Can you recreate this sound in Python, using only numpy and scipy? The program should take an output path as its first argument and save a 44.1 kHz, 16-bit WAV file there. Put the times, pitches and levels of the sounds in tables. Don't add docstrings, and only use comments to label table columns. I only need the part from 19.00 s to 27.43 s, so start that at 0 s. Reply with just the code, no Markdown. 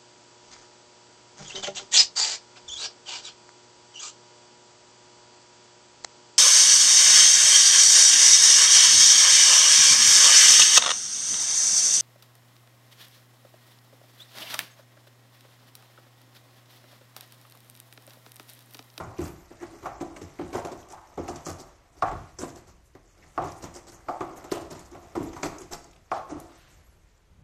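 import sys
import numpy as np
from scipy import signal
from scipy.fft import rfft, irfft, next_fast_len
from scipy.io import wavfile
from scipy.ndimage import uniform_filter1d

SR = 44100
rng = np.random.default_rng(int(sys.argv[2]) if len(sys.argv) > 2 else 0)


def volts_from_db(level):
    exponent = np.asarray(level, float) / 20
    return 10 ** exponent


def to_wav(s):
    ch = np.atleast_2d(s).T
    pcm = np.round(np.clip(ch, -1, 1) * 32767)
    wavfile.write(sys.argv[1], SR, pcm.astype(np.int16))


N = 371763
GRID = next_fast_len(N + SR, real=True)
HZ = np.fft.rfftfreq(GRID, 1 / SR)

# start in seconds, tube air in dB,
# wall in dB re air, hiss in dB re air, wall pitch in Hz.
RIPS = [(0.002, -35.5, 4.5, -13, 1120), (0.858, -34, 0, -14, 800), (1.165, -41, -4, -1.5, 670),
        (1.65, -28, -5, -7.5, 630), (2.283, -33.5, -4.5, -1, 790), (3.025, -26, -2, -16, 1150),
        (3.388, -36.5, -5.5, 7.5, 720), (3.951, -40.5, -8, -21, 770), (4.3783, -28, -5, -38, 1000),
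        (5.085, -29.5, -2, -15, 780), (5.208, -22, -8, -23.5, 1150), (5.442, -44, -3, 0, 1000),
        (5.517, -30, -18, -2, 550), (5.521, -28, -1, -5.5, 720), (5.952, -46, 0, -12, 890),
        (6.331, -38, -10, -12, 859), (6.364, -40, 3.5, -5, 1120), (6.431, -25, -2, -0.5, 870),
        (7.1163, -31.5, 1, -11, 1040)]


def unit(x):
    return x / np.sqrt(np.mean(x ** 2) + 1e-20)


def along(points, hz):
    f, v = np.transpose(points)
    return np.interp(np.log(hz + 1), np.log(f + 1), v)


def curves(rows):
    s, *cols = np.transpose(rows)
    return [np.interp(np.arange(N) / SR, s, c) for c in cols]


def wobble(rate):
    at = np.arange(N) * rate / SR
    knots = rng.standard_normal(int(N * rate / SR) + 4)
    k = at.astype(int)
    ease = np.sin(np.pi / 2 * (at - k)) ** 2
    return knots[k] + (knots[k + 1] - knots[k]) * ease


def jerks(spread_db, rate):
    return unit(rng.standard_normal(N) * volts_from_db(spread_db * wobble(rate)))


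def filtered(x, response):
    return irfft(rfft(x, GRID) * response(HZ), GRID)[:N]


def resonance(f, hz, width):
    return 1j * f * width / (hz * hz - f * f + 1j * f * width)


def modes(table):
    def response(f):
        shape = sum((-1) ** k * volts_from_db(db) * resonance(f, hz, width) for k, (hz, width, db) in enumerate(table))
        return shape / np.sqrt(np.mean(np.abs(shape) ** 2))
    return response


def colour(table):
    return lambda f: unit(volts_from_db(along(table, f)))


def hush():
    # frequency in Hz, density in dB per Hz.
    house = [(15, -27), (66, -5), (118, -13), (190, -44), (310, -9), (3000, -22.5), (13500, -34.5),
             (15000, -46.5)]
    bed = filtered(rng.standard_normal(N), colour(house))
    restless = jerks(1.5, rate=6)
    rumble = filtered(restless, modes([(38, 27, 0.0), (64, 31, 1.5), (122, 65, -8.5)]))
    return volts_from_db(-69.5) * bed + volts_from_db(-60) * rumble


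def room(x):
    # frequency in Hz, time to fall 60 dB in seconds.
    decay = [(100, 0.4), (350, 0.55), (1000, 0.5), (3000, 0.69), (10000, 0.44)]
    # frequency in Hz, level in dB re direct sound.
    answer = [(100, -1.5), (350, -6.5), (1000, -3.5), (3000, -11), (8000, -9.5)]
    wet, turn = 0, (np.arange(N) / SR / 0.37) % 3
    for k in range(3):
        hz, t, z = signal.stft(rng.standard_normal(SR * 3 // 4), SR, nperseg=256)
        fade = volts_from_db(-60 * t / along(decay, hz)[:, None])
        tail = signal.istft(z * fade, SR, nperseg=256)[1]
        share = np.clip(1 - np.abs((turn - k + 3 / 2) % 3 - 3 / 2), 0, 1)
        late = np.pad(tail, (200, 0)) / np.linalg.norm(tail)
        wet = wet + rfft(x * np.sqrt(share), GRID) * rfft(late, GRID)
    return irfft(wet * volts_from_db(along(answer, HZ)), GRID)[:N]


def whistle():
    # time in seconds, pitch in Hz, level in dB.
    glide = [
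        (7.75, 12600, -92),
        (7.766, 11980, -75),
        (7.784, 11620, -73),
        (7.814, 10560, -87),
        (7.842, 11290, -74),
        (7.876, 11800, -73),
        (7.91, 11100, -78),
        (7.95, 10000, -84),
        (7.97, 9900, -93),
    ]
    hz, db = curves(glide)
    t = np.arange(N) / SR
    on = np.clip(np.minimum(t - glide[0][0], glide[-1][0] - t) / 0.013, 0, 1)
    phase = 2 * np.pi * np.cumsum(hz + 40 * wobble(120)) / SR
    return np.sqrt(2) * on * volts_from_db(db + 1.7 * wobble(60)) * np.sin(phase)


def rocking():
    t, swell = np.arange(N) / SR, 0
    for s, db in ((3.1, -46), (6.2, -47)):
        u = np.clip(t - s, 0, None) / 0.052
        swell = swell + volts_from_db(db) * u * np.exp(1 - u)
    return swell * unit(filtered(rng.standard_normal(N), modes([(51, 40, 0.1)])))


def swish():
    # middle in seconds, half length in seconds, level in dB, centre in Hz.
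    sweeps = [(0.25, 0.067, -56.5, 12500), (0.42, 0.056, -69, 13400), (1.56, 0.036, -68, 14000),
              (1.945, 0.016, -43, 820), (1.982, 0.014, -44.5, 950), (2.04, 0.025, -56, 850),
              (0.884, 0.03, -48, 1400), (1.167, 0.004, -42, 2100), (5.15, 0.035, -46, 840),
              (3.026, 0.006, -44, 4500), (7.12, 0.006, -50, 5500), (3.87, 0.02, -66, 7000),
              (3.86, 0.02, -72, 12000), (4.52, 0.018, -62, 11000), (4.585, 0.018, -60, 8000),
              (3.075, 0.03, -45, 1500), (7.155, 0.022, -52, 1450), (3.45, 0.045, -62, 11000),
              (6.24, 0.015, -58, 11500), (7.16, 0.03, -57, 5000), (5.55, 0.035, -48, 2900),
              (2.29, 0.015, -40, 800), (7.307, 0.011, -51, 6200), (7.6, 0.13, -72, 3800),
              (7.6, 0.14, -69, 1550), (7.72, 0.04, -71, 7500), (7.6, 0.03, -73, 12000),
              (0.268, 0.022, -57, 2300), (0.18, 0.012, -56, 2600), (3.07, 0.04, -57.5, 2100),
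              (7.16, 0.04, -58, 3300), (0.628, 0.03, -52, 1670), (4.235, 0.015, -59.5, 2050),
              (7.2, 0.047, -49, 1050), (7.335, 0.02, -45, 260), (6.23, 0.038, -37, 300),
              (2.461, 0.01, -46, 6500), (5.377, .012, -58, 12000), (5.521, 0.0072, -45, 12000),
              (7.62, 0.15, -71.5, 2640)]
    out = np.zeros(N + 2 * SR)
    grain = np.pad(jerks(1.3, rate=300) * volts_from_db(1.25 * wobble(9.3)), SR)
    t, f = np.arange(-SR // 2, SR // 2) / SR, np.fft.rfftfreq(SR, 1 / SR)
    for s, half, db, hz in sweeps:
        start = round(s * SR) + SR // 2
        at = slice(start, start + SR)
        band = unit(np.abs(resonance(f, hz, 0.44 * hz)) ** 2)
        swell = volts_from_db(db) * np.exp(-(t / half) ** 2)
        out[at] += irfft(rfft(swell * grain[at]) * band, SR)
    return out[SR:SR + N]


def knocks(table):
    rise, fade = 0.63, 2.14
    out = np.zeros(N + SR)
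    for s, db, hz in table:
        u = hz / SR * np.arange(round(10 * SR / hz))
        swell = (1 - np.exp(-u / rise)) * np.exp(-u / fade)
        out[round(s * SR):][:len(u)] -= volts_from_db(db + 4) * swell * np.sin(2 * np.pi * u)
    return out[:N]


def roll_knocks():
    # start in seconds, peak in dB, pitch in Hz.
    hits = [(0.19, -25, 340), (0.199, -25, 330), (0.209, -26, 330), (0.628, -31, 342),
            (1.011, -25, 331), (1.025, -27, 310), (1.031, -29, 700), (1.411, -28, 339),
            (2.18, -23.5, 430), (2.191, -29, 520), (2.198, -23, 338), (2.304, -32, 339),
            (2.331, -33, 855), (2.467, -30, 331), (2.484, -36, 330), (3.0238, -20, 1070),
            (3.152, -38, 85), (5.226, -28, 340), (5.09, -33, 340), (3.08, -39, 42), (0.075, -38, 110),
            (2.179, -30, 280), (3.03, -40, 110), (3.417, -33, 340), (3.433, -26.5, 350),
            (4.385, -33, 110), (4.41, -36, 115), (0.86, -44, 115), (5.09, -46, 120), (7.12, -44, 115),
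            (5.447, -42, 330), (1.66, -28, 657), (1.59, -29, 600), (2.1795, -28, 800),
            (0.614, -38, 340), (1.55, -24, 384), (1.556, -28, 680), (1.724, -32, 360),
            (6.436, -27, 370), (6.61, -36, 380), (6.73, -33.5, 350), (1.218, -32, 340),
            (1.389, -36.5, 2100), (6.431, -27, 1930), (5.5155, -29, 1950), (3.952, -36.5, 370),
            (5.519, -15.5, 377), (6.166, -22, 330), (6.175, -16, 330), (7.322, -27, 300),
            (7.355, -37, 290)]
    return knocks(hits)


def pops(answers):
    # start in seconds, level in dB, upper wall pitch in dB re lower.
    loops = [
        (0.8572, -26, 0),
        (3.023, -15, 1),
        (4.3769, -18, 0),
        (5.0849, -20, -4),
        (5.2068, -28, 3),
        (7.1153, -18, 0),
    ]
    train = []
    for s, db, upper in loops:
        for later, less, hz in answers:
            start = s + later - 1 / hz
            train.append((start, db + less + upper * (hz > 950), hz))
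    return knocks(train)


def snaps():
    # start in seconds, peak in dB, pitch in Hz.
    loops = [(6.333, -39, 6200), (0.1825, -35, 6020), (1.5434, -29, 7120), (1.8991, -46, 6850),
             (1.9227, -30, 7650), (2.0722, -41, 6040), (2.3575, -29, 5980), (2.4573, -24, 6280),
             (2.5287, -31, 6370), (2.585, -48, 6910), (2.601, -35, 6160), (3.559, -32.5, 6900),
             (4.6164, -44, 6040), (4.7398, -31.5, 6740), (5.5158, -18, 4500), (5.7024, -40, 6200),
             (5.7086, -33, 6500), (5.7915, -43, 5617), (5.9135, -36, 6550), (6.365, -37, 6900),
             (6.2292, -32.5, 7260), (6.583, -31, 6460), (6.5845, -29, 6480), (6.6059, -33, 8260),
             (6.6163, -29.5, 6600), (6.7156, -29, 6340), (6.7321, -17.5, 5480), (6.842, -33, 6520),
             (7.3986, -32, 6970), (7.4, -31, 10960)]
    # start in seconds, peak in dB, pitch in Hz.
    further_loops = [(1.8278, -42, 3240), (2.0214, -55, 4660), (3.95, -39, 1850), (1.8856, -36, 7240),
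                     (3.3887, -49, 7000), (3.5, -39, 5570), (4.519, -30, 5740), (4.8968, -36, 5540),
                     (5.6136, -44, 7100), (5.7294, -41, 6670), (6.9112, -39, 6550), (6.9316, -40.5, 2870),
                     (6.961, -41.5, 3030), (7.299, -38, 2190), (7.3998, -33, 14000)]
    # start in seconds, peak in dB, pitch in Hz.
    fibres = [(0.2154, -40, 7780), (0.2394, -36, 7400), (0.2544, -40, 4700), (0.2804, -42, 6900),
              (1.5544, -37, 6700), (1.5694, -39, 6320), (2.2854, -35, 6540), (2.2944, -37, 5810),
              (2.3114, -45, 5830), (2.3634, -42, 7060), (2.4064, -49, 6420), (2.4652, -31, 6770),
              (2.4744, -34, 6550), (2.484, -37, 6440), (2.502, -34, 6420), (2.6114, -44, 7250),
              (4.4404, -41, 7280), (4.4544, -43, 6200), (4.6244, -39, 6820), (4.6379, -38, 5840),
              (4.7507, -38, 6250), (4.762, -37, 6280), (4.92, -44, 5630), (5.3732, -46, 6580),
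              (0.601, -50, 6100)]
    # start in seconds, peak in dB.
    plucks = [(0.858, -32), (1.004, -32), (5.0847, -36), (5.5154, -24), (7.1155, -26), (1.163, -34),
              (1.2146, -34), (1.392, -37), (1.5294, -29), (1.6477, -25), (2.177, -38), (2.279, -21),
              (3.0225, -22), (4.3775, -29), (5.2073, -33), (5.4405, -33), (5.9484, -38), (6.1525, -58),
              (6.332, -32), (6.3644, -45), (6.4318, -15.5)]
    events = loops + further_loops
    events = events + [(s, db + 8, hz) for s, db, hz in fibres]
    events = events + [(s, db, 2236) for s, db in plucks]
    out, t = np.zeros(N + SR), np.arange(SR // 50) / SR
    for s, db, hz in sorted(events):
        ragged, spit = rng.standard_normal((2, len(t)))
        flutter = 0.35 + 0.7 * unit(uniform_filter1d(ragged, size=round(2.5 * SR / hz)))
        tick = np.sin(2 * np.pi * hz * t) * flutter + 0.25 * spit
        out[round(s * SR):][:len(t)] += volts_from_db(db - 60 * t / 0.02) * (1 - np.exp(-t / 0.0014)) * tick
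    return filtered(out[:N], lambda f: 1j * f / (1800 + 1j * f) * 9000 / (9000 + 1j * f))


def contacts():
    # start in seconds, tube air in dB, wall in dB re air,
    # hiss in dB re air, liveliest wall pitch in Hz.
    tugs = [(0.188, -27, -16, -18, 525), (0.289, -38, -21, -31, 681), (0.627, -40, -10, -26, 795),
            (1.009, -29, -5, -12, 607), (1.216, -33, -27, -13, 522), (1.392, -27, -8, -47, 640),
            (1.413, -29, -13, -36, 600), (1.549, -27.5, -4, -13.5, 660), (1.717, -30.5, -17.5, -12.5, 649),
            (2.176, -30.5, 0, -20, 510), (2.357, -39, -18, -6, 743), (2.464, -37, 1, 4, 1030),
            (3.113, -32.5, -3.5, -19, 1150), (3.431, -29, -5, -18, 497), (3.481, -44, -14.5, 1, 778),
            (4.419, -31, 0, -21, 789), (5.61, -47.5, 1, 4, 684), (5.793, -47.5, -8, 6, 522),
            (6.153, -28, -2.5, -15, 1050), (6.164, -30, -32, -45, 1120), (6.173, -28.5, -24, -42, 522),
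            (6.456, -27.5, -13.5, -9, 690), (6.725, -40.5, -9, 6, 1010), (7.319, -33, -30, -62, 646)]
    # start in seconds, tube air in dB, wall in dB re air, hiss in dB re air.
    rakes = [(0.205, -30.5, -13, -11), (0.247, -43, -6, 1), (0.503, -42.5, -12, -16), (0.606, -39, -9, -12),
             (0.721, -46, -13, -25), (0.826, -35.5, -8, -16), (1.449, -41, -14, -17),
             (1.527, -29, -7.5, -10), (1.567, -34, -2, -11), (1.669, -50, 8, -25), (2.302, -50, 6, -12),
             (2.486, -40, -2, 1), (3.059, -47.5, 10, -3), (3.149, -61, 13, -28), (3.405, -34, -16, -4.5),
             (3.554, -43.5, -12, -4), (4.444, -34, -10, -11), (4.621, -38, -21.5, 0.5),
             (4.639, -49, -2.5, -18), (4.745, -39.5, -8, -0.5), (5.549, -45.5, 5, -1),
             (5.704, -36.5, -10, -1.5), (5.917, -39.5, -17, -16), (6.199, -33.5, -11, -25),
             (6.231, -42, -25, -15), (6.608, -43, -22, -17), (6.711, -41.5, 3, 0.5),
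             (7.148, -45.5, 12.5, -10), (7.297, -34.5, -5.5, -27), (7.354, -39.5, -11, -48)]
    # start in seconds, tube air in dB, hiss in dB re air.
    brushes = [(0.334, -67, -22), (1.775, -56.5, 8.5), (1.897, -44, 2), (2.585, -44, 3), (2.968, -53, -5),
               (3.589, -73, -34), (3.669, -53, 3.5), (4.17, -56, -29), (4.226, -59, -14), (4.868, -47, 3.5),
               (4.919, -50, 4), (5.357, -43, -6), (5.749, -50.5, 3), (5.849, -73, 23), (6.024, -52, -26),
               (6.584, -54, 5.5), (6.841, -60, -9), (6.949, -57, -7), (7.549, -75, -21), (7.699, -77, 18),
               (8.294, -71, -7), (8.369, -79, -16)]
    strokes = [(*row, 745) for row in rakes]
    strokes = strokes + [(s, air, -8.5, hiss, 780) for s, air, hiss in brushes]
    return RIPS, tugs, strokes


def bursts(stretch, level_db, tables=None):
    out, t = np.zeros(N + SR), np.arange(int(stretch * SR / 12)) / SR / stretch
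    rip = (1 - np.exp(-t / 0.00081)) * np.exp(-t / 0.015)
    tug = volts_from_db(0.8) * (1 - np.exp(-t / 0.0014)) * np.exp(-(t / 0.017) ** 1.2)
    rake = volts_from_db(-1.5) * (1 - np.exp(-t / 0.0055)) * np.exp(-(t / 0.038) ** 3.3)
    for table, shape in zip(tables or contacts(), (rip, tug, rake)):
        for s, *columns in table:
            start = max(round((s - 0.0015) * SR), 0)
            out[start:][:len(t)] += volts_from_db(level_db(*columns)) * shape
    return out[:N]


def weight():
    # start in seconds, thud in dB.
    leans = [(0.002, -44), (0.19, -40), (1.005, -47), (1.216, -50), (1.392, -44), (2.18, -39), (2.283, -56),
             (2.46, -42), (3.024, -50), (3.115, -43), (4.378, -40), (6.174, -46), (7.294, -47), (8.3, -65),
             (8.369, -62)]
    landing = bursts(2.8, lambda air, wall, hiss, hz: -58.5 + 0.18 * (air + 35))
    leaning = bursts(3.15, lambda thud: thud, ([], leans, []))
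    low = modes([(70, 54, -5.0), (117.5, 74, 0.2), (163, 112, -5)])
    return filtered((landing + leaning) * jerks(1.4, rate=40), low)


def backing(slide_db):
    scrape = bursts(1.77, lambda air, wall, hiss, hz: air + 0.45 * hiss - 19)
    fur = volts_from_db(slide_db - 3.0 + 1.5 * wobble(21))
    return filtered((scrape + fur) * jerks(3, rate=560), modes([(1863, 560, 6.5), (3420, 4700, -3)]))


def patches(x, depth_db):
    z = signal.stft(x, nperseg=256)[2]
    field = uniform_filter1d(rng.standard_normal(z.shape), size=8, axis=0)
    field = uniform_filter1d(field, size=8, axis=1)
    return signal.istft(z * volts_from_db(depth_db * unit(field)), nperseg=256)[1][:N]


def pile_hiss(slide_db):
    # frequency in Hz, density in dB per Hz.
    fibre_tone = [(1500, -3.5), (2600, -17), (4000, -10.5), (6200, -3.5), (7600, -6), (9800, -16.5),
                  (13000, -15.5), (15000, -21)]
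    torn = bursts(1.144, lambda air, wall, hiss, hz: air + hiss - 8)
    slid = volts_from_db(slide_db - 1.3 + 1.05 * wobble(30))
    return filtered((torn + slid) * patches(jerks(2.3, rate=430), depth_db=3.0), colour(fibre_tone))


def tube_air(drag):
    # frequency in Hz, width in Hz, level in dB.
    column = [(129, 53, -7.5), (247, 28.3, -3.5), (349, 60, 1), (474, 90, -19.5)]
    push = bursts(0.9, lambda air, wall, hiss, hz: air)
    swing = volts_from_db(-4.5) * push * np.sin(2 * np.pi * np.cumsum(330 + 40 * wobble(60)) / SR)
    shake = (volts_from_db(-5.0) * push + volts_from_db(-11) * drag) * jerks(2.9, rate=150)
    return swing + filtered(shake, modes(column))


def tube_wall(drag):
    # frequency in Hz, width in Hz, level in dB.
    shell = [(525, 130, -2), (720, 175, 5), (857, 270, 2.5), (1150, 420, 0.5), (1400, 580, -8),
             (1740, 390, -20.5), (2330, 380, -22)]
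    shake, out = jerks(1.2, rate=300), 0
    for s, *_ in RIPS:
        shake[max(round((s - 0.0012) * SR), 0)] += 11
    for k, (mode_hz, width, db) in enumerate(shell):
        struck = bursts(1.0, lambda air, wall, hiss, hz: air + wall + 16 - 6 * np.log2(mode_hz / hz) ** 2)
        drive = (struck + volts_from_db(9.0) * drag) * shake
        out = out + (-1) ** k * volts_from_db(db) * rfft(drive, GRID) * resonance(HZ, mode_hz, width)
    return irfft(out, GRID)[:N]


def softened(f):
    return 1 / (1 + 1j * f / 5500) ** 2


def claws():
    # time in seconds, pressure on the tube in dB, sliding in dB.
    paw_drag = [(0.0, -40.5, -59), (0.3, -56.5, -65.5), (0.84, -55, -59.5), (1.06, -46.5, -63.5),
                (1.59, -63, -59), (1.9, -64, -68.5), (2.3, -47, -58), (2.9, -64.5, -70.5),
                (3.17, -59, -61.5), (3.92, -80.5, -74.5), (4.5, -48.5, -58), (4.93, -62.5, -68.5),
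                (5.14, -45.5, -60.5), (5.88, -52.5, -66), (6.41, -49, -57), (7.0, -69, -72.5),
                (7.35, -50.5, -60), (8.43, -89, -79)]
    press_db, slide_db = curves(paw_drag)
    linger = bursts(5.85, lambda air, wall, hiss, hz: air + wall - 23)
    drag = (volts_from_db(press_db) + linger) * volts_from_db(3.2 * wobble(25))
    body = tube_air(drag) + tube_wall(drag) + weight() + backing(slide_db)
    return filtered(body, softened) + pile_hiss(slide_db)


def scene():
    # delay in seconds, level in dB, pitch in Hz.
    ring = [(.001, -20, 4700), (.0014, -15, 2350), (.0018, 1.5, 1200), (.0032, 0, 740), (.0054, -3, 1150),
            (.0065, -4, 760), (.0081, 0.5, 1170), (.011, -5, 760), (.0134, -2, 760), (.0147, -7, 1230),
            (.0177, -1, 700), (.0215, -5, 740), (.027, -10, 720)]
    # delay in seconds, level in dB, pitch in Hz.
    echoes = [(.0232, -8, 1170), (.0266, -10, 1270), (.0318, -11, 1160), (.0331, -4, 750),
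              (.0357, -11, 1130), (.0386, -12, 1170), (.0418, -6, 770), (.0486, -13, 1170),
              (.0519, -8, 760), (.0554, -16, 1210), (.0602, -7, 750), (.0607, -11, 1155), (.0702, -12, 740),
              (.0726, -16, 1240), (.0784, -12, 730), (.0836, -9, 750), (.0982, -15, 800),
              (.0998, -17, 1240)]
    near = claws() + roll_knocks() + snaps() + whistle() + swish()
    pop = pops(ring)
    sent = near + volts_from_db(-9) * np.roll(pop, round(0.068 * SR))
    return (near + pop + pops(echoes) + room(sent) + hush() + rocking())[None]


def starved(x, margin_db, luck_db, jump_db, click_db):
    hz, _, z = signal.stft(x, SR, nperseg=1024)
    band = (np.arange(len(hz)) // 6)[:, None]
    power = np.add.reduceat(np.abs(z) ** 2, np.arange(0, len(hz), 6))
    level_db = 10 * np.log10(power + 1e-20)
    mask_db = level_db[16:30].mean(axis=0) - margin_db
    luck = unit(uniform_filter1d(rng.standard_normal(level_db.shape), size=7, axis=1))
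    heard = uniform_filter1d(level_db, size=3, axis=1) + luck_db * luck > mask_db
    alive = heard[band, np.arange(z.shape[1])] | (hz < 3500)[:, None]
    sudden = np.diff(level_db[40:60].mean(axis=0), prepend=0) > jump_db
    keep = np.where((hz < 14250)[:, None], alive, volts_from_db(click_db) * sudden)
    return signal.istft(z * keep, SR, nperseg=1024)[1][:N]


def low_pass(x):
    return signal.sosfilt(signal.butter(12, 15380, fs=SR, output="sos"), x)


def record(dry):
    thinned = starved(dry[0], margin_db=12.5, luck_db=5, jump_db=13, click_db=-11)
    return low_pass(thinned[None])


dry = scene()
out = record(dry)
to_wav(out)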